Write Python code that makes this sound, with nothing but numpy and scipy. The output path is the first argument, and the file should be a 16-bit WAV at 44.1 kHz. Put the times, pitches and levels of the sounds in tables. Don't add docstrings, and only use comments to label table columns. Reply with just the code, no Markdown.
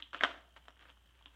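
import sys
import numpy as np
from scipy import signal
from scipy.fft import rfft, irfft, next_fast_len
from scipy.io import wavfile
from scipy.ndimage import map_coordinates

SR = 44100
rng = np.random.default_rng(int(sys.argv[2]) if len(sys.argv) > 2 else 0)


def boost_factor(decibels):
    exponent = np.asarray(decibels, float) / 20
    return 10 ** exponent


def generate_wav(signal):
    frames = np.transpose(np.atleast_2d(signal))
    scaled = np.clip(frames, -1, 1) * 32767
    pcm = np.round(scaled).astype(np.int16)
    wavfile.write(sys.argv[1], SR, pcm)


N = 59535

# f/Hz, level/dB
FILM_RESPONSE = [(100, -35), (270, -1), (450, -6), (1500, -1.5), (2400, -4), (3150, -4.5), (4400, -10.5),
                 (5600, -15)]


def unit(x):
    return x / np.sqrt(np.mean(x ** 2) + 1e-20)


def along(points, hz):
    f, v = np.transpose(points)
    return np.interp(np.log(hz + 1), np.log(f + 1), v)


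def wobble(rate_hz):
    knots = rng.standard_normal(int(N * rate_hz / SR) + 4)
    return map_coordinates(knots, [np.arange(N) * rate_hz / SR])


def filtered(x, response):
    m = next_fast_len(N + SR // 2)
    return irfft(rfft(x, m) * response(np.fft.rfftfreq(m, 1 / SR)), m)[:N]


def causal(points):
    def response(hz):
        cepstrum = irfft(np.log(boost_factor(along(points, hz))))
        half = len(cepstrum) // 2
        folded = np.r_[cepstrum[0], 2 * cepstrum[1:half], np.zeros(len(cepstrum) - half)]
        return np.exp(rfft(folded))[:len(hz)]
    return response


def air():
    # f/Hz, level/dB
    air_colour = [(90, 4), (230, -4), (500, -11), (1700, -7), (2150, -16.5), (3080, -4.5), (4200, -20),
                  (15000, -25)]
    noise = filtered(rng.standard_normal(N), lambda f: boost_factor(along(air_colour, f)) * (f > 70))
    return boost_factor(-73.5 + wobble(12)) * unit(noise)


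def motor_hum(t):
    hum_hz, phase_cycles, waver_rad = 59, 0.42, 0.36
    phase = 2 * np.pi * (hum_hz * t + phase_cycles) + waver_rad * wobble(27)
    return np.sqrt(2) * boost_factor(-67.5 + 1.2 * wobble(7.7)) * np.sin(phase)


def motor_ticks(t):
    # f/Hz, width/Hz, level/dB
    case_modes = [(1780, 130, -4), (3090, 380, 0)]
    tick_hz, start_s, t60_s, spread_db = 60, 0.007, 0.02, 2
    cycle = (t - start_s) * tick_hz
    sizes = boost_factor(spread_db * rng.standard_normal(200))
    size = sizes[np.floor(cycle).astype(int) + 1]
    rattle = size * boost_factor(-60 * (cycle % 1) / tick_hz / t60_s) * rng.standard_normal(N)

    def case(f):
        total = 0
        for k, (hz, width_hz, db) in enumerate(case_modes):
            damping = 1j * f * width_hz
            total = total + (-1) ** k * boost_factor(db) * damping / (hz * hz - f * f + damping)
        edge = boost_factor(-23) * np.exp(-((f - 7000) / 2500) ** 2)
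        return total ** 2 + edge

    return boost_factor(-76) * unit(filtered(rattle, case))


def crackle():
    # t/s, bending effort/dB
    handling = [(0, -63), (.125, -82), (0.138, -52.5), (.2, -59), (0.234, -42.5), (.3, -55), (0.421, -76.5),
                (.55, -86.5), (0.569, -60.5), (0.601, -88), (.66, -79.5), (0.691, -67), (.72, -84.5),
                (0.799, -73.5), (.92, -68), (0.938, -91.5), (1.201, -77), (1.27, -77.5)]
    slips_per_s, spread_db, level_db, growth = 2000, 3.5, 3, 0.92
    hits = rng.random(N) < slips_per_s / SR
    size = boost_factor(spread_db * np.minimum(rng.exponential(size=N), 3))
    slips = hits * size * rng.choice([-1, 1], N)
    grains = unit(filtered(slips * boost_factor(4.2 * wobble(70)), causal(FILM_RESPONSE)))
    s, effort_db = np.transpose(handling)
    most_db = effort_db.max()
    now_db = np.interp(np.arange(N) / SR, s, effort_db)
    return boost_factor(level_db + most_db + growth * (now_db - most_db)) * grains


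def ring(t, hz, t60_s, rise_s):
    shape = boost_factor(-60 * t / t60_s) * (1 - np.exp(-t / rise_s))
    return shape / shape.max() * np.sin(2 * np.pi * hz * t)


def burst(t, hz, cycles):
    hump = np.sin(np.pi * np.clip(t * hz / cycles, 0, 1) ** 0.65)
    return hump * np.sin(2 * np.pi * hz * t)


def buckle(t, cycles, hz, bright_db, edge_db, click):
    detune = 1 + 0.029 * rng.standard_normal(3)
    bright_hz, edge_hz, knock_hz, thud_hz = 3087 * detune[0], 5510 * detune[1], 690 / detune[2], 290 * detune[2]
    body = np.sqrt(max(1 - boost_factor(2 * bright_db), 0.02)) * burst(t, hz, cycles)
    bright = burst(t, bright_hz, 4.34) + 0.06 * ring(t, bright_hz, 0.057, 0.0008)
    edge = ring(t, edge_hz, 0.0087, 0.00022) * (1 + 2.1 * rng.standard_normal(len(t)))
    knock = ring(t, knock_hz, 0.04, 0.0018) * (bright_db < -3)
    thud = ring(t, thud_hz, 0.06, 0.0032)
    pop = boost_factor(0.5) * body + boost_factor(-1.5 + bright_db) * bright + boost_factor(-3 + edge_db) * edge
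    return pop + boost_factor(-22) * knock + boost_factor(-26) * click + boost_factor(-27) * thud


def snaps():
    # t/s, peak level/dB, f/Hz, bright part/dB, edge/dB
    lift = [(0.0239, -33, 2184, 6.5, -18), (0.1315, -32.5, 1360, -6, -15.5), (0.141, -49, 1480, 1, -20),
            (0.1456, -25.5, 1474, -5.5, -24), (0.164, -51.5, 1700, 10.5, -29), (.184, -48, 1300, 7, -26),
            (0.192, -45, 1260, 7, -22), (0.209, -19.5, 1810, -9.5, -29), (0.224, -29.5, 1280, -32, -45.5),
            (0.2262, -42.5, 1550, -14, -22), (0.2355, -12, 1690, -3.5, -13), (.2387, -13.5, 1596, -8, -16),
            (0.247, -18, 1214, -4, -14), (0.2531, -26, 1410, -4, -14), (.262, -40, 1270, -2, -20),
            (.274, -36, 1214, -8, -22)]
    turn = [(.577, -51, 743, -1, -13.5), (0.705, -52, 1300, -7, -2), (0.768, -60, 1790, -20, -19),
            (.793, -48.5, 1770, -2.5, -14), (0.811, -48, 1720, -4, -13.5), (0.854, -47, 1510, -13, -38.5),
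            (0.901, -43.5, 1243, -0.5, -22.5), (.971, -58, 1300, -20, -23), (1.063, -70, 1780, -2, 12.5),
            (1.211, -54.5, 1024, -8.5, -29), (1.225, -53, 800, 0, -20), (1.2585, -36, 1080, 0, -20.5),
            (1.268, -53, 1026, -4, -30), (1.273, -53, 1780, -2, -32), (1.281, -63, 910, 12.5, -28)]
    flick = [
        (.5637, -41, 1300, -8, -26),
        (.6545, -53, 1500, -5, -22),
        (.6826, -35, 1274, -6.5, -11.5),
        (.8325, -51, 890, -3, -24),
        (1.2582, -47, 1700, -20, -26),
        (.2352, -21, 800, -20, -30),
    ]
    lag_s = 0.0001
    t = np.arange(SR // 20) / SR
    click = filtered(np.arange(N) == 0, causal(FILM_RESPONSE))[:len(t)]
    click = click / np.abs(click).max()
    pops = []
    for events, cycles in ((lift, 3.07), (turn, 3.07), (flick, 1.49)):
        for s, db, hz, bright_db, edge_db in events:
            pop = boost_factor(db) * buckle(t, cycles, hz, bright_db, edge_db, click)
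            pops.append((round((s + lag_s) * SR), pop))
    return pops


def room_answer(x):
    # f/Hz, t60/s
    room_t60 = [(200, 0.59), (600, 0.58), (1500, 0.37), (3500, 0.39), (9000, 0.49)]
    gap_s, desk_t60_s, desk_gain, level_db = 0.0015, 0.045, 3, -5.5
    hz, t, z = signal.stft(rng.standard_normal(SR // 2), SR, nperseg=256)
    fade = boost_factor(-60 * t / along(room_t60, hz)[:, None]) + desk_gain * boost_factor(-60 * t / desk_t60_s)
    tail = signal.istft(z * fade, SR, nperseg=256)[1]
    tail = np.pad(tail / np.linalg.norm(tail), (round(gap_s * SR), 0))
    return boost_factor(level_db) * signal.fftconvolve(x, tail)


def microphone(x):
    # f/Hz, level/dB
    roll_off = [(3400, -1.5), (4400, -9.5), (5600, -13.5), (7500, -15.5), (10000, -27.5), (16000, -46)]
    low_cut_hz = 140
    return filtered(x, lambda f: (1j * f / (low_cut_hz + 1j * f)) ** 2 * causal(roll_off)(f))


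def scene():
    t = np.arange(N) / SR
    background = air() + motor_hum(t) + motor_ticks(t)
    fine = crackle()
    fine = fine + room_answer(fine)[:N]
    album = np.zeros(N + 2 * SR)
    for start, pop in snaps():
        wet = room_answer(pop)
        album[start:start + len(pop)] += pop
        album[start:start + len(wet)] += wet
    return (microphone(album[:N] + fine) + background)[None]


def band_limit(x):
    return signal.sosfilt(signal.butter(12, 15740, fs=SR, output="sos"), x)


def record(dry):
    return band_limit(dry)


dry = scene()
out = record(dry)
generate_wav(out)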